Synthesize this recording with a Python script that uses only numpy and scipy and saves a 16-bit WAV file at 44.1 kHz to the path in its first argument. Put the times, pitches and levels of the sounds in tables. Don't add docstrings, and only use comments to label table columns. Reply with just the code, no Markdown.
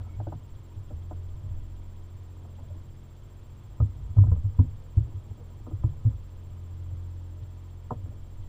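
import sys
import numpy as np
from scipy import signal
from scipy.fft import rfft, irfft
from scipy.io import wavfile
from scipy.ndimage import uniform_filter1d

SR = 44100
rng = np.random.default_rng(int(sys.argv[2]) if len(sys.argv) > 2 else 0)


def decibels_to_gain(level_db):
    exponent = np.asarray(level_db, float) / 20
    return 10 ** exponent


def master(y):
    cut = np.clip(np.atleast_2d(y).T, -1, 1)
    pcm = np.round(cut * 32767)
    wavfile.write(sys.argv[1], SR, pcm.astype(np.int16))


N = 374380


def rms_one(x):
    return x / np.sqrt(np.mean(x ** 2) + 1e-20)


def in_time(rows):
    s, *columns = np.transpose(rows)
    return [np.interp(np.arange(N) / SR, s, c) for c in columns]


def drift(rate_hz):
    r = np.exp(-80 * np.pi * rate_hz / SR)
    noise = rng.standard_normal(N // 40 + 2002)
    slow = signal.lfilter([1], [1, -2 * r, r * r], noise)[2000:]
    return np.interp(np.arange(N) / 40, np.arange(len(slow)), rms_one(slow - slow.mean()))


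def ring(drive, hz, t60_s):
    r, w = decibels_to_gain(-60 / (t60_s * SR)), 2 * np.pi * hz / SR
    return signal.lfilter([0, np.sin(w)], [1, -2 * r * np.cos(w), r * r], drive + 1e-18)


def add(out, s, sound):
    i = round(max(s, 0) * SR)
    out[i:i + len(sound)] += sound[:N - i]


def filtered(x, order, hz, kind="low"):
    return signal.sosfilt(signal.butter(order, hz, kind, fs=SR, output="sos"), x)


FRAME_HZ = 14.985


def gate(spans_s):
    inside = np.arange(N) / SR % (1 / FRAME_HZ)
    return uniform_filter1d(sum(1. * (inside > a) * (inside < b) for a, b in spans_s), size=40)


# (frequency [Hz], density [dB per Hz])
HISS_SPECTRUM = [(100, -36.5), (160, -9), (450, -17), (1000, -20), (1600, -27), (3000, -31.5), (5000, -36),
                 (7500, -39), (10000, -43.5), (12800, -46.5), (13300, -42.5), (14000, -51.5),
                 (15600, -60.5)]
# (start [s], end [s])
WHINE_SPANS = [(.0305, .0472), (.0498, .0668)]
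BUZZ_SPANS = [(.017, .0235), (.0245, .031)]
# (frequency [Hz], level [dB rms])
WHINE_LINES = [(7472, -71), (14947, -73.5)]
HISS_DB = -71
BUZZ_HZ, BUZZ_WIDTH_HZ, BUZZ_DB, BUZZ_LIFT_DB = 3255, 350, -79, 6


def camera():
    hz = np.maximum(np.arange(N // 2 + 1) * SR / N, 1)
    table_hz, table_db = np.transpose(HISS_SPECTRUM)
    spectrum = rfft(rng.standard_normal(N)) * decibels_to_gain(np.interp(np.log(hz), np.log(table_hz), table_db))
    hiss = irfft(spectrum, N) / np.std(irfft(spectrum * (hz > 1600), N))

    edges_hz = [BUZZ_HZ - BUZZ_WIDTH_HZ / 2, BUZZ_HZ + BUZZ_WIDTH_HZ / 2]
    buzz = rms_one(filtered(rng.standard_normal(N), 1, edges_hz, "band"))
    buzz *= decibels_to_gain(BUZZ_DB + gate(BUZZ_SPANS) * (BUZZ_LIFT_DB + 1.8 * drift(20)))

    t = np.arange(N) / SR + 0.0022 * np.cumsum(drift(25)) / SR
    whine = sum(decibels_to_gain(db + 1) * np.sin(2 * np.pi * f * t) for f, db in WHINE_LINES)
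    return decibels_to_gain(HISS_DB) * hiss + buzz + gate(WHINE_SPANS) * whine


# (time [s], impeller tone [dB], shaft tone [dB])
PUMP_LEVELS = [(0, -38, -59), (.4, -47.5, -56), (.85, -48, -50), (1.15, -35, -45), (1.4, -42.5, -47),
               (1.7, -43, -40.5), (2, -44, -52), (2.75, -43, -52), (2.9, -48, -50.5), (3.7, -51, -54.5),
               (4.5, -47.5, -48.5), (5.6, -44.5, -49.5), (6.25, -46, -45), (6.4, -42.5, -58),
               (6.95, -35.5, -45), (7.3, -39.5, -47), (7.5, -42, -48), (8.49, -45.5, -46)]
# (multiple of shaft speed, level [dB])
PUMP_HARMONICS = [(3, -10), (4, -25.5), (5, -22.5), (6, -33.5), (7, -24.5), (8, -26), (9, -30.5), (10, -30),
                  (11, -45), (12, -31.5), (13, -36.5), (14, -33)]
SHAFT_HZ = 43.94
PUMP_BUZZ_DB, PUMP_BUZZ_FOLLOWS, IMPELLER_MEAN_DB = -43.5, .2, -40


def pump():
    impeller_db, shaft_db = in_time(PUMP_LEVELS)
    buzz_db = PUMP_BUZZ_DB + PUMP_BUZZ_FOLLOWS * (impeller_db - IMPELLER_MEAN_DB)
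    turn = 2 * np.pi * np.cumsum(SHAFT_HZ + 0.067 * drift(2.5)) / SR
    buzz = np.zeros(N)
    for k, db in PUMP_HARMONICS:
        waver_db = min(k - 2, 3) * drift(2.0)
        buzz += decibels_to_gain(db + waver_db) * np.sin(k * turn + rng.uniform(0, 6.77))
    shaft = decibels_to_gain(shaft_db) * np.sin(turn)
    impeller = decibels_to_gain(impeller_db) * np.sin(2 * turn + 0.92)
    return np.sqrt(2) * (shaft + impeller + decibels_to_gain(buzz_db) * buzz)


# (frequency [Hz], level [dB], t60 [s])
BELLY_MODES = [(150, 9.5, 0.13), (231, 0, 0.16), (258, 0.5, 0.16)]
WALL_MODES = [(319, 12.5, 0.059), (332.4, 11, 0.06)]
HATCH_MODES = [(417, -2, 0.074), (480, -1, 0.12)]
MID_MODES = [(600, 0.5, 0.044), (722, -5, 0.069), (830, 0.5, 0.017)]
FITTING_MODES = [(937, 2, 0.062), (1016, 2, 0.055), (1238, 1.5, 0.036), (1360, -7.5, 0.02)]
# (time [s], slaps [dB], heave [dB])
WATER_LEVELS = [(0.0, -47, -61), (0.4, -54, -58.5), (1.13, -59.5, -60), (1.46, -46, -57),
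                (1.68, -58, -51.5), (2.48, -57, -66.5), (2.76, -53.5, -63), (3.07, -62.5, -59),
                (3.76, -51.5, -68), (4.2, -43.5, -50.5), (4.7, -48.5, -54.5), (4.92, -57, -61),
                (5.1, -45.5, -57), (5.4, -60.5, -65), (5.9, -48, -53.5), (6.53, -56, -57.5),
                (7.73, -64, -68), (8.49, -55, -51)]
# (frequency [Hz], level [dB], t60 [s])
HULL_MODES = [(52.95, -4, 0.26), (70.4, -10.5, 0.31), (100.3, -1.5, 0.39), (108, -1.5, 0.18),
              (130, -6, 0.14), (144, -14, 0.55)]
HEAVE_HZ, HEAVE_T60_S = 16, .35
LAP_LIMIT_DB, HEAVE_LIMIT_DB = -46, -52
RUSTLE_DB, RUSTLE_FOLLOWS, SLAP_MEAN_DB = -62.5, .25, -59.5


def ring_modes(drive, modes):
    return sum((-1) ** k * decibels_to_gain(db) * ring(drive, hz, t60) for k, (hz, db, t60) in enumerate(modes))


def lapping():
    ring_db, heave_db = in_time(WATER_LEVELS)
    rustle_db = RUSTLE_DB + RUSTLE_FOLLOWS * (ring_db - SLAP_MEAN_DB)

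    strength = decibels_to_gain(3.8 * np.minimum(rng.exponential(1, N), 5))
    slaps = strength * rng.choice([-1, 1], N) * (rng.random(N) < 200 / SR)
    hull = filtered(ring_modes(slaps, HULL_MODES), 2, 170)

    heave = filtered(ring(rng.standard_normal(N), HEAVE_HZ, HEAVE_T60_S), 2, 40)

    grit = rng.standard_normal(N) * decibels_to_gain(1.5 * drift(14))
    deck_modes = [*BELLY_MODES, *WALL_MODES, *HATCH_MODES, *MID_MODES, *FITTING_MODES]
    deck = filtered(ring_modes(grit, deck_modes), 4, [200, 1500], "band")

    out = decibels_to_gain(np.minimum(ring_db, LAP_LIMIT_DB) + 6.5) * rms_one(hull)
    out += decibels_to_gain(np.minimum(heave_db, HEAVE_LIMIT_DB) + 11.5) * rms_one(heave)
    return out + decibels_to_gain(rustle_db - 4) * rms_one(deck)


# (start [s], frequency [Hz], level [dB rms], length [s])
RUBS = [
    (0, 1310, -67, 0.15),
    (0.043, 2230, -71.5, 0.16),
    (2.579, 823, -55.5, 0.029),
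    (2.613, 705, -62, 0.044),
    (2.696, 600, -55, 0.03),
    (2.769, 280, -57, .06),
    (5.38, 480, -56, 0.059),
    (8.1, 600, -60, 0.044),
]


def scuffs():
    out = np.zeros(N)
    for s, hz, db, length_s in RUBS:
        rub = rng.standard_normal(SR // 4)
        stroke = np.hanning(round(length_s * SR))
        tone = ring(rub, hz, .08)[-len(stroke):]
        add(out, s, decibels_to_gain(db) * stroke * rms_one(tone))
    return out


# (time [s], peak [dB], belly [dB], side wall [dB], fittings [dB])
GEAR_KNOCKS = [(0.0, -38.5, -7, -19, -13), (0.199, -28.5, -18, -8, -20), (0.268, -28, -11, -7, -19),
               (0.321, -30, -12.5, -7, -9.5), (0.904, -38, -3.5, -2, -28), (0.909, -44, -12, -10, -13),
               (1.109, -31, -12, -3, -13), (2.59, -50, 4, -16, -6), (3.801, -35, 4.5, 2.5, -1),
               (4.165, -35.5, 8.5, -3, -16), (4.182, -37, -3.5, -16, -3), (4.236, -37, 0.5, -13, -3.5),
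               (4.267, -37.5, -9, -4.5, -17), (4.316, -36, 5.5, -4, -4.5), (4.588, -34, 11.5, 4.5, 0),
               (4.974, -43, 2.5, 6, -10), (5.072, -45, 2.5, -6, -18), (5.665, -40, 4.5, 1, -6),
               (5.71, -43.5, -1, 1.5, -8), (5.835, -35.5, -3, -2, -8), (6.056, -45.5, 12.5, 6.5, -8),
               (7.906, -23, -9, -28, -4.5), (7.917, -36.5, -26, 3, -15)]
# (time [s], peak [dB], belly and side wall [dB])
TACKLE_TAPS = [(0.066, -49, 0.5), (0.335, -49, 10), (1.123, -55, 5), (1.439, -60, -3), (2.447, -47, -1.5),
               (2.75, -53, 5.5), (3.827, -53, 14), (4.36, -46, 1.5), (4.448, -55, 13), (4.473, -62, -7),
               (4.605, -55, 12), (4.64, -56, 12), (5.256, -55.5, 8.5), (5.308, -50, -2), (5.375, -51, -4),
               (5.396, -55, -4), (5.503, -49, -3), (5.599, -53, 0), (5.87, -53, 3.5), (5.931, -55, 5),
               (5.96, -57, -10), (6.045, -49.5, 11.5), (7.935, -42, -5), (8.057, -48.5, 1)]
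TAP_HATCH_DB, TAP_FITTINGS_DB = -2, -11.5
HATCH_DB, HATCH_FOLLOWS = -4.5, 0.63
RATTLE_S = .007
CRACK_DB, CRACK_RISE_S, CRACK_T60_S = -13, .004, 0.071
CRACK_LOW_HZ, CRACK_HIGH_HZ, CRACK_TILT_HZ = 160, 1560, 550


def knocks():
    out, t = np.zeros(N), np.arange(SR // 5) / SR
    hits = []
    for s, db, belly_db, wall_db, fittings_db in GEAR_KNOCKS:
        hits.append((s, db, belly_db, wall_db, HATCH_DB + HATCH_FOLLOWS * belly_db, fittings_db))
    for s, db, hollow_db in TACKLE_TAPS:
        hits.append((s, db, hollow_db, hollow_db, TAP_HATCH_DB, TAP_FITTINGS_DB))

    for s, db, belly_db, wall_db, hatch_db, fittings_db in hits:
        rattle = rng.standard_normal(len(t))
        force = 0.83 * rattle * np.exp(-t / RATTLE_S) / np.sqrt(RATTLE_S * SR)
        force[0] += .7

        crack = rattle * (1 - np.exp(-t / CRACK_RISE_S)) * decibels_to_gain(-60 * t / CRACK_T60_S)
        crack = filtered(crack, 2, CRACK_LOW_HZ, "high")
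        crack = filtered(filtered(crack, 10, CRACK_HIGH_HZ), 1, CRACK_TILT_HZ)
        add(out, s - .002, decibels_to_gain(db + CRACK_DB) * crack / np.abs(crack).max())

        parts = [(BELLY_MODES, belly_db), (WALL_MODES, wall_db), (HATCH_MODES, hatch_db),
                 (MID_MODES, 0), (FITTING_MODES, fittings_db)]
        modes = [(*mode, part_db) for part, part_db in parts for mode in part]
        for k, (hz, mode_db, t60_s, part_db) in enumerate(modes):
            swell = (1 - np.exp(-t * hz / 1.5)) ** 2
            sound = filtered((-1) ** k * swell * ring(force, hz, t60_s), 4, 1550)
            luck_db = rng.normal(0, 0.4)
            add(out, s - .001, decibels_to_gain(db + mode_db + part_db + luck_db - 3.5) * sound)
    return out


# (time [s], peak [dB], ring [Hz], t60 [s], sway of the mount [dB])
HEAVY_BLOWS = [(0.192, -27, 100, 0.17, -12), (0.269, -26, 96, 0.1, -21), (0.337, -33, 103.7, 0.28, 3),
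               (3.803, -14, 101.7, 0.07, -15), (3.818, -12, 90, 0.09, -7), (3.849, -24.5, 96, 0.14, -10.5),
               (4.183, -10.5, 103.6, 0.078, 4), (4.203, -7, 101.5, 0.16, -25.5),
               (4.257, -16, 103, 0.11, -12.5), (4.284, -14.5, 93.5, 0.069, -23),
               (4.316, -13.5, 89.7, 0.062, 5.5), (4.443, -18.5, 99.2, 0.23, -8),
               (4.589, -8, 95.4, 0.13, -3), (4.971, -12.5, 100.6, 0.1, 5.5), (5.009, -23.5, 108, 0.14, -17),
               (4.669, -36, 75.3, 0.14, -0.5), (5.842, -14.5, 110.7, 0.083, 3),
               (5.89, -20.5, 86.6, 0.061, -19.5), (5.045, -37.5, 109, 0.14, 0.1),
               (6.091, -30, 112.7, 0.14, -18), (7.917, -24.5, 108, 0.038, -19),
               (8.033, -29, 91.4, 0.18, -8)]
LEG_SHOVES = [
    (0.758, -31, 93.3, 0.13, 1.1),
    (4.164, -13.5, 109, 0.15, -6),
    (5.730, -24, 96.7, 0.084, -11.5),
    (6.050, -12.5, 109, 0.12, 3.5),
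]
# (time [s], peak [dB], ring [Hz])
WAVE_NUDGES = [(0.004, -34.5, 99.3), (0.077, -40, 107), (0.929, -28, 82), (1.111, -38, 91.2),
               (1.467, -35, 87), (1.512, -34, 84), (2.151, -41.5, 106), (2.647, -43, 96), (2.71, -35, 90.6),
               (3.227, -42, 93), (3.889, -31, 93), (3.957, -32.5, 93), (4.025, -34, 89), (4.094, -28, 91.5),
               (4.349, -24, 86.4), (4.388, -26, 88.2), (4.497, -34, 95), (4.636, -25.5, 86.1),
               (4.719, -40, 108), (6.922, -33.5, 103), (5.145, -32, 93.5), (7.415, -34.5, 105.5),
               (5.303, -29.5, 96.3), (5.371, -38.5, 100), (5.621, -36, 105), (5.811, -27.5, 85),
               (6.137, -34.5, 86.66), (7.962, -30.5, 99), (8.092, -33.5, 100.3), (8.383, -34, 98.6)]
# (frequency [Hz], level [dB], t60 [s])
SWAY_MODES = [(50.4, -4.5, 0.11), (68, -6.5, 0.24), (39, -23, 0.39)]
UPPER_HZ, UPPER_DB, UPPER_T60_S = 145.8, -15, 0.18
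THUMP_RISE_S, SHOVE_RISE_S, NUDGE_RISE_S = .0075, 0.018, 0.0038
NUDGE_T60_S, NUDGE_SWAY_DB = 0.21, -13


def thumps():
    out, t = np.zeros(N), np.arange(SR // 2) / SR
    blows = [(*row, THUMP_RISE_S) for row in HEAVY_BLOWS]
    blows += [(*row, NUDGE_T60_S, NUDGE_SWAY_DB, NUDGE_RISE_S) for row in WAVE_NUDGES]
    blows += [(*row, SHOVE_RISE_S) for row in LEG_SHOVES]
    for s, db, hz, t60_s, sway_db, rise_s in blows:
        swell = (1 - np.exp(-t / rise_s)) ** 2
        main = swell * decibels_to_gain(-60 * t / t60_s)
        sound = main / main.max() * np.sin(2 * np.pi * hz * t)
        for low_hz, low_db, low_t60_s in SWAY_MODES:
            sway = swell * decibels_to_gain(sway_db + low_db - 60 * t / low_t60_s)
            sound -= sway * np.sin(2 * np.pi * low_hz * t)
        sound += swell * decibels_to_gain(UPPER_DB - 60 * t / UPPER_T60_S) * np.sin(2 * np.pi * UPPER_HZ * t)
        add(out, s - .003, decibels_to_gain(db) * sound)
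    return out


def scene():
    return (camera() + lapping() + pump() + scuffs() + knocks() + thumps())[None]


def roll_off(x):
    return signal.sosfilt(signal.butter(12, 15690, fs=SR, output="sos"), x)


def record(dry):
    ease = np.minimum(np.arange(N, 0, -1) / (.006 * SR), 1)
    rounded = 0.81 * np.tanh(dry / 0.82)
    return roll_off(ease * rounded)


dry = scene()
out = record(dry)
master(out)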